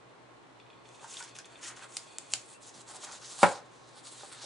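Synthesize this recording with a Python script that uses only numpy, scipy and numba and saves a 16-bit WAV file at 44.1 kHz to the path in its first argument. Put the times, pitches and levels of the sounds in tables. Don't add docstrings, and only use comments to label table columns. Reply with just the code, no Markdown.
import sys
import numpy as np
from scipy import signal
from scipy.fft import rfft, irfft
from scipy.io import wavfile
from scipy.ndimage import uniform_filter1d
from numba import njit

SR = 44100
rng = np.random.default_rng(int(sys.argv[2]) if len(sys.argv) > 2 else 0)


def put_to_file(sound):
    columns = np.atleast_2d(sound).T
    safe = np.clip(columns, -1, 1)
    whole_steps = np.round(safe * 32767)
    wavfile.write(sys.argv[1], SR, whole_steps.astype(np.int16))


def linear_from_db(decibels):
    return 10 ** (np.asarray(decibels, float) / 20)


N = 196421
TIME = np.arange(N) / SR
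HALF = SR // 2
HALF_S = TIME[:HALF]
OPPOSED = np.array([[1], [-1]])


def level(x, db):
    return x * linear_from_db(db) / np.sqrt(np.mean(x ** 2))


def decay(t60_s):
    return np.exp(-np.log(1000) * HALF_S / t60_s)


def colour(x, points):
    hz, db = np.transpose(points)
    size = x.shape[-1]
    bin_hz = np.arange(size // 2 + 1) * SR / size
    gain_db = np.interp(np.log(bin_hz + 1), np.log(hz), db, -60, -60)
    return irfft(rfft(x) * linear_from_db(gain_db), size)


@njit
def svf(x, hz, width_hz):
    y, b, l = np.empty(len(x)), 0., 0.
    for i in range(len(x)):
        g, k = np.tan(np.pi * hz[i] / SR), width_hz[i] / hz[i]
        v = (b + g * (x[i] - l)) / (1 + g * (g + k))
        b, l, y[i] = 2 * v - b, l + 2 * g * v, k * v
    return y


def band(x, hz, share):
    hz = np.clip(hz + np.zeros(len(x)), 50, .4 * SR)
    return svf(svf(x, hz, share * hz), hz, share * hz)


def thin(x, hz):
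    return signal.sosfilt(signal.butter(3, hz, "high", fs=SR, output="sos"), x)


def ring(hz, t60_s):
    return np.sin(2 * np.pi * hz * HALF_S) * decay(max(t60_s, 1e-3))


def add(out, s, sound):
    i = int(s * SR)
    out[..., i:i + sound.shape[-1]] += sound[..., :N - i]


# f/Hz, density/dB
FAN = [(40, -51), (60, -9.5), (90, -19), (130, -4), (225, -8), (260, -3), (360, -1), (680, -4), (910, -3),
       (1300, -8.5), (4300, -20.5), (4700, -24), (9000, -28.5), (11500, -43)]
# f/Hz, side minus mid/dB
FAN_SIDE = [(60, -3), (110, -1.5), (190, 0.5), (340, -2), (610, -0.5), (1090, -2), (1950, 0), (3480, -2),
            (6210, -1), (11100, 1.5)]
# f/Hz, level/dB, skirt width/Hz
LINES = [(121.2, -69.5, 19), (1086, -71, 3.2), (4070, -83, 8)]


def background():
    mid, side = rng.standard_normal((2, N))
    mid = colour(mid, FAN)
    side = colour(colour(side, FAN), [(20, 0)] + FAN_SIDE + [(20000, 0)])
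    fan = np.array([mid + side, mid - side]) * linear_from_db(-58) / np.std(mid)
    lines = np.zeros(N)
    for hz, db, width_hz in LINES:
        lines += linear_from_db(db) * np.sin(2 * np.pi * hz * TIME)
        lines += level(band(rng.standard_normal(N), hz, width_hz / hz), db - 3.0)
    return fan + lines * linear_from_db(1.5 * OPPOSED)


HINGE_HZ = (2504, 3477, 4410)
# t/s, level/dB, low mode/dB, high mode/dB
CREAKS = [(0.6, -49.5, -2, -8), (0.664, -58, -1, -20), (0.702, -51.5, -2, -14), (0.7302, -56, -1, -23),
          (0.7517, -67, -4, -17), (0.7736, -70, -9, -14), (0.855, -53, 4.5, -12), (0.8874, -60, -6, -9),
          (0.946, -51, -8, -20), (0.9946, -58, 2, -11), (1.1693, -38, -20, -10), (1.3523, -53, -3, -7),
          (1.4454, -46, -6, -18), (1.557, -53, 3, -19), (1.8337, -47.5, -12, -9)]
# t/s, level/dB
MURMUR = [(.55, -99), (.7, -76.5), (1.1, -70), (1.32, -63), (1.42, -79), (1.52, -66), (1.62, -70),
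          (2.06, -70), (2.1, -61), (2.28, -66.5), (2.56, -70), (2.62, -88)]


def creaks():
    hinge = np.zeros((3, N))
    for s, db, low_db, high_db in CREAKS:
        mode_db = db + np.array([[low_db], [0], [high_db]])
        add(hinge, s, linear_from_db(mode_db) * np.exp(-HALF_S / 0.0055))
    hinge += linear_from_db(np.interp(TIME, *np.transpose(MURMUR)))
    out = np.zeros(N)
    for hz, push in zip(HINGE_HZ, hinge):
        out += level(band(rng.standard_normal(N), hz, .095), -4.0) * push
    return out


# t/s, length/s, level/dB, swell to end/dB, weight on board/dB
PAGE_STROKES = [(.85, 0.2, -67.5, 7, -5), (1.017, 0.046, -58, -0.5, -3), (1.076, 0.051, -53.5, 3.5, -12),
                (1.138, 0.065, -47.5, 1, -14.5), (1.227, 0.068, -50.5, -7.5, -7.5),
                (1.355, 0.018, -50.5, -2, -10), (1.391, 0.0067, -42, -9, -10), (1.458, 0.01, -59, -3.5, -1),
                (1.5, .1, -66.5, 2, 1.5), (1.613, 0.014, -56.5, 6, -8), (1.632, 0.054, -41.5, -2.5, -9.5),
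                (1.704, 0.015, -54, -4.5, 5.5), (1.765, 0.011, -50.5, -2, -3), (1.789, 0.053, -59, 7, -3.5),
                (1.886, 0.076, -62, 11, -11), (1.987, 0.18, -59, -1.5, -9.5),
                (2.206, 0.094, -62.5, -2, -2.5), (2.305, 0.049, -49.5, 4.5, -17)]
# t/s, length/s, level/dB, swell to end/dB, weight on board/dB
COVER_STROKES = [(2.39, 0.077, -56.5, -1.5, -12), (2.48, 0.06, -59, 6.5, -22),
                 (2.631, 0.063, -53.5, 2, -14), (2.749, 0.061, -56.5, 0, -3), (2.88, 0.037, -55, 3, -2),
                 (2.94, 0.025, -50.5, 2, -4.5), (3.014, 0.028, -50.5, 8, -8.5), (3.07, 0.032, -54, -2, 2.5),
                 (3.12, 0.054, -50.5, 0, -5), (3.219, 0.07, -53, 4.5, -8.5), (3.299, 0.1, -47.5, -1, -12.5),
                 (3.39, 0.038, -48, 0, -5.5), (3.422, 0.0081, -38.5, 6, -7), (3.46, 0.12, -41.5, -16, 3.5),
                 (3.58, 0.085, -68, -9.5, 14.5), (3.66, 0.077, -76, 9, 3), (3.74, 0.205, -69, 3.5, 1),
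                 (3.96, 0.021, -57, 5.5, -8), (4.05, 0.035, -53, 0.5, -8), (4.101, 0.08, -56.5, 4.5, -13),
                 (4.2, .1, -54, -2, -8), (4.322, 0.011, -53, 0, -3.5), (4.34, 0.057, -54.5, 0, -5),
                 (4.42, .04, -49.5, 1, -5)]


def strokes():
    page_rise_db_per_s, cover_rise_db_per_s, fall_db_per_s = 1503, 604, 505
    rub, weight = np.zeros(N), np.zeros(N)
    rises = [page_rise_db_per_s] * len(PAGE_STROKES) + [cover_rise_db_per_s] * len(COVER_STROKES)
    for (s, length_s, db, swell_db, weight_db), rise in zip(PAGE_STROKES + COVER_STROKES, rises):
        held = np.clip((TIME - s) / length_s, 0, 1)
        rise_db = rise * np.minimum(TIME - s, 0)
        fall_db = fall_db_per_s * np.maximum(TIME - s - length_s, 0)
        power = linear_from_db(2 * (db + swell_db * held + rise_db - fall_db))
        rub += power
        weight += power * linear_from_db(2 * weight_db)
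    return np.sqrt(rub), np.sqrt(weight)


def grains(spread_db, flutter_db, rate_hz):
    k = int(SR / rate_hz)
    flutter = uniform_filter1d(np.repeat(rng.standard_normal(N // k + 1), k), k)[:N]
    return rng.standard_normal(N) * linear_from_db(spread_db * rng.exponential(size=N) + flutter_db * flutter)


# t/s, fingertip gap f/Hz, free board span f/Hz
GRIP = [(.8, 5830, 950), (1.1, 6600, 960), (1.25, 6160, 1480), (1.65, 6500, 1580), (1.9, 6870, 1190),
        (2.4, 6650, 920), (2.47, 8150, 930), (2.56, 8800, 950), (2.63, 7000, 970), (2.96, 7200, 900),
        (3.25, 6260, 1240), (3.45, 7200, 900), (3.8, 6140, 900), (4.0, 7300, 1020), (4.3, 7300, 1500),
        (4.45, 6400, 1060)]
PAGE_DB = (-3, -2, -3, 1.5)


def slide():
    rub, weight = strokes()
    grip_s, gap_hz, span_hz = np.transpose(GRIP)
    hiss_hz, board_hz = np.interp(TIME, grip_s, gap_hz), np.interp(TIME, grip_s, span_hz)
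    contact = grains(spread_db=2.5, flutter_db=2.5, rate_hz=60)

    wander = linear_from_db(level(uniform_filter1d(rng.standard_normal(N), SR // 12), -4))
    swish = level(band(contact, hiss_hz * wander, 0.49), -4.0)
    hiss = level(level(band(contact, hiss_hz, 1.21), 0) + swish, 0) * rub

    page_hz = np.interp(TIME, [2.3, 2.6], [3400, 4200]) * wander[::-1] ** .5
    page_share = np.interp(TIME, [2.3, 3.7], [1.0, .7])
    flex = linear_from_db(np.interp(TIME, [2.3, 2.6, 3.5, 3.9], PAGE_DB)) * rub ** .7 * weight ** .3
    fibres = contact + grains(spread_db=3.0, flutter_db=-2.1, rate_hz=56)
    page = level(band(fibres, page_hz, page_share), 0) * flex

    board = level(band(grains(spread_db=3.0, flutter_db=2.5, rate_hz=60), board_hz, 1.0), 0) * weight
    table = level(band(rng.standard_normal(N), 340, 3.9), -12) * weight

    ticks = rng.standard_normal(N) * (rng.random(N) < 500 / SR) * linear_from_db(1.5 * rng.exponential(size=N))
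    crackle = level(band(ticks, 5500, 1.3), -13) * rub
    return hiss + page + board + table + crackle


# t/s, level/dB, f/Hz, t60/s
BUMPS = [(1.03, -43, 940, 0.034), (1.044, -36.5, 920, 0.024), (1.204, -35.5, 1480, 0.017),
         (1.208, -43, 930, 0.028), (1.387, -38, 1600, 0.015), (1.655, -43, 1910, 0.04),
         (1.823, -48, 1520, 0.071), (2.337, -41, 1460, .02), (2.545, -58, 2704, 0.15),
         (2.76, -50, 205, 0.03), (2.78, -48, 190, 0.034), (2.801, -52, 260, 0.03), (2.966, -49, 710, 0.028),
         (3.069, -49, 907, 0.074), (3.417, -37.5, 834, 0.043), (4.074, -51, 1080, 0.03),
         (4.234, -35, 774, 0.012), (4.441, -44, 566, 0.037)]


def bumps():
    out = np.zeros(N)
    size = SR // 20
    for (s, db, hz, t60_s), scatter in zip(BUMPS, rng.standard_normal((len(BUMPS), size))):
        touch = linear_from_db(-27.5) * scatter * np.exp(-TIME[:size] / 0.013)
        touch[0] = 1
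        board = ring(hz, t60_s) - 0.74 * ring(1.7 * hz, 0.3 * t60_s)
        add(out, s, linear_from_db(db) * signal.fftconvolve(touch, board))
    return thin(out, hz=150)


# t/s, peak level/dB, ring f/Hz, breadth/dB,
# tearing/dB
SNAPS = [(1.138, -40, 5400, -5, 3), (1.2263, -31, 6000, -6, 0), (1.365, -36, 2860, 2, -4),
         (1.3873, -29.5, 6550, -7, -7), (1.4561, -39.5, 6700, -10, -2), (1.9226, -43, 6600, 3, -7),
         (2.1844, -18, 7500, -11.5, -13), (2.3365, -10, 6840, -3, -1.5), (2.966, -39.5, 7900, 8, -3),
         (3.048, -31.5, 6740, -3, -3), (3.4307, -14.5, 2500, -16, 0), (4.0708, -36, 4300, -1, -5),
         (4.2227, -40, 6550, 0, -4), (4.4424, -38, 7910, 9, -9)]
# t/s, peak level/dB, ring f/Hz, breadth/dB, tearing/dB
RIP = [
    (1.9682, -25, 6060, 1, 3.5),
    (1.9692, -20, 9100, -4, -9),
    (1.9706, -22.5, 4670, -2, -3),
    (1.978, -27, 8500, -6, -15),
    (1.9836, -31, 7000, -11, -19),
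]


def snaps():
    out = np.zeros(N)
    events = SNAPS + RIP
    t60s_s = [0.0025] * len(SNAPS) + [0.0014] * len(RIP)
    noises = thin(rng.standard_normal((len(events), HALF)), hz=2760)
    for (s, db, hz, broad_db, tear_db), t60_s, noise in zip(events, t60s_s, noises):
        crack = -ring(hz, t60_s) - linear_from_db(broad_db) * ring(5600, .0007)
        tear = noise * np.exp(-HALF_S / 0.0016) * (HALF_S > .0004)
        add(out, s, linear_from_db(db) * (crack + linear_from_db(tear_db) * tear))
    return thin(out, hz=600)


# t/s, level/dB, contact/s
CLAP = [
    (3.4306, -14, 0.00058),
    (3.445, -46, 0.002),
]
# f/Hz, level/dB, t60/s, left minus right/dB
THUD_MODES = [(108.5, -26.5, 0.32, 3), (178.7, -7, 0.081, 5), (243, -14, 0.073, 7), (300.7, -27, 0.31, -9),
              (436, -12, 0.099, 1), (491, -12.5, 0.11, -16), (569.5, -2.5, 0.11, 3), (551, 5.5, 0.026, 3),
              (596, -5, 0.081, 7), (681, -18, 0.19, -3), (727, -14, 0.14, 2), (756, -5, 0.11, -4),
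              (827.4, 7, 0.058, 1), (837, 2, 0.13, 0), (900, -11, 0.13, -4), (997, 3.5, 0.066, 4),
          (1086, -11.5, 0.077, -5), (1242, -28, 0.074, 2), (1280, -6, 0.064, 8), (1420, -1, 0.065, -4),
          (1480, -14, 0.17, 3), (1603, -8.5, 0.14, 5), (1748, -8, 0.083, -9), (2050, -24, 0.083, -13),
          (2266, -9, 0.037, 16), (2530, -2, 0.068, 0)]
# f/Hz, density/dB
SLAP = [(400, -9), (1200, -2.5), (2480, -9.5), (4170, -21.5), (7900, -24), (10500, -28), (13000, -60)]
# f/Hz, level/dB, t60/s
SWAY = [(150, -43, .2), (195, -27, .16), (330, -39, 0.13)]


def thud():
    body = np.zeros((2, HALF))
    for k, (hz, db, t60_s, pan_db) in enumerate(THUD_MODES):
        sign = (-1) ** k
        body += sign * linear_from_db(db + pan_db * OPPOSED / 2) * ring(hz, t60_s)
    body += linear_from_db(17.5) * ring(953, 0.0052)
    out = np.zeros((2, N))
    for s, db, contact_s in CLAP:
        push = np.exp(-(TIME[:200] / contact_s * 4 - 2) ** 2)
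        add(out, s, linear_from_db(db) * signal.lfilter(push / push.sum(), [1], body))
    air = level(colour(rng.standard_normal(HALF), SLAP), -20) * decay(0.11)
    add(out, CLAP[0][0], air)
    shake = sum(linear_from_db(db) * ring(hz, t60_s) for hz, db, t60_s in SWAY)
    add(out, CLAP[0][0] + 0.0037, shake * OPPOSED)
    return thin(out, hz=125)


# f/Hz, t60/s, level/dB, port difference/ratio
ROOM = [(173, 0.2, -20.5, 0.72), (534, 0.26, -16, 0.27), (1404, 0.22, -13.5, 0.41),
        (3490, 0.19, -13.5, 0.83), (7000, 0.22, -16, 1.1)]


def room(x):
    mid, side = rng.standard_normal((2, HALF))
    rise = 1 - np.exp(-HALF_S / 0.0025)
    tail = np.zeros((2, HALF))
    for hz, t60_s, db, apart in ROOM:
        ports = np.array([band(mid + sign * apart * side, hz, 1.86) for sign in (1, -1)])
        part = ports * rise * decay(t60_s)
        tail += linear_from_db(db) * part / np.sqrt(np.sum(part ** 2) / 2)
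    return thin(signal.fftconvolve(x[None], tail, axes=1)[:, :N], hz=104)


def scene():
    near = slide() + creaks() + snaps() + bumps() + thud()
    spread = 0.81 * band(np.roll(near[0], shift=9), 8700, 0.33)
    return near + spread * OPPOSED + room(near.mean(axis=0)) + background()


def top_cut(x):
    return signal.sosfilt(signal.butter(12, 11690, fs=SR, output="sos"), x)


def record(dry):
    top_hz, ripple_db, stop_db = 10394, .3, 48
    low_pass = signal.ellip(8, ripple_db, stop_db, top_hz, fs=SR, output="sos")
    return top_cut(signal.sosfilt(low_pass, dry))


dry = scene()
out = record(dry)
put_to_file(out)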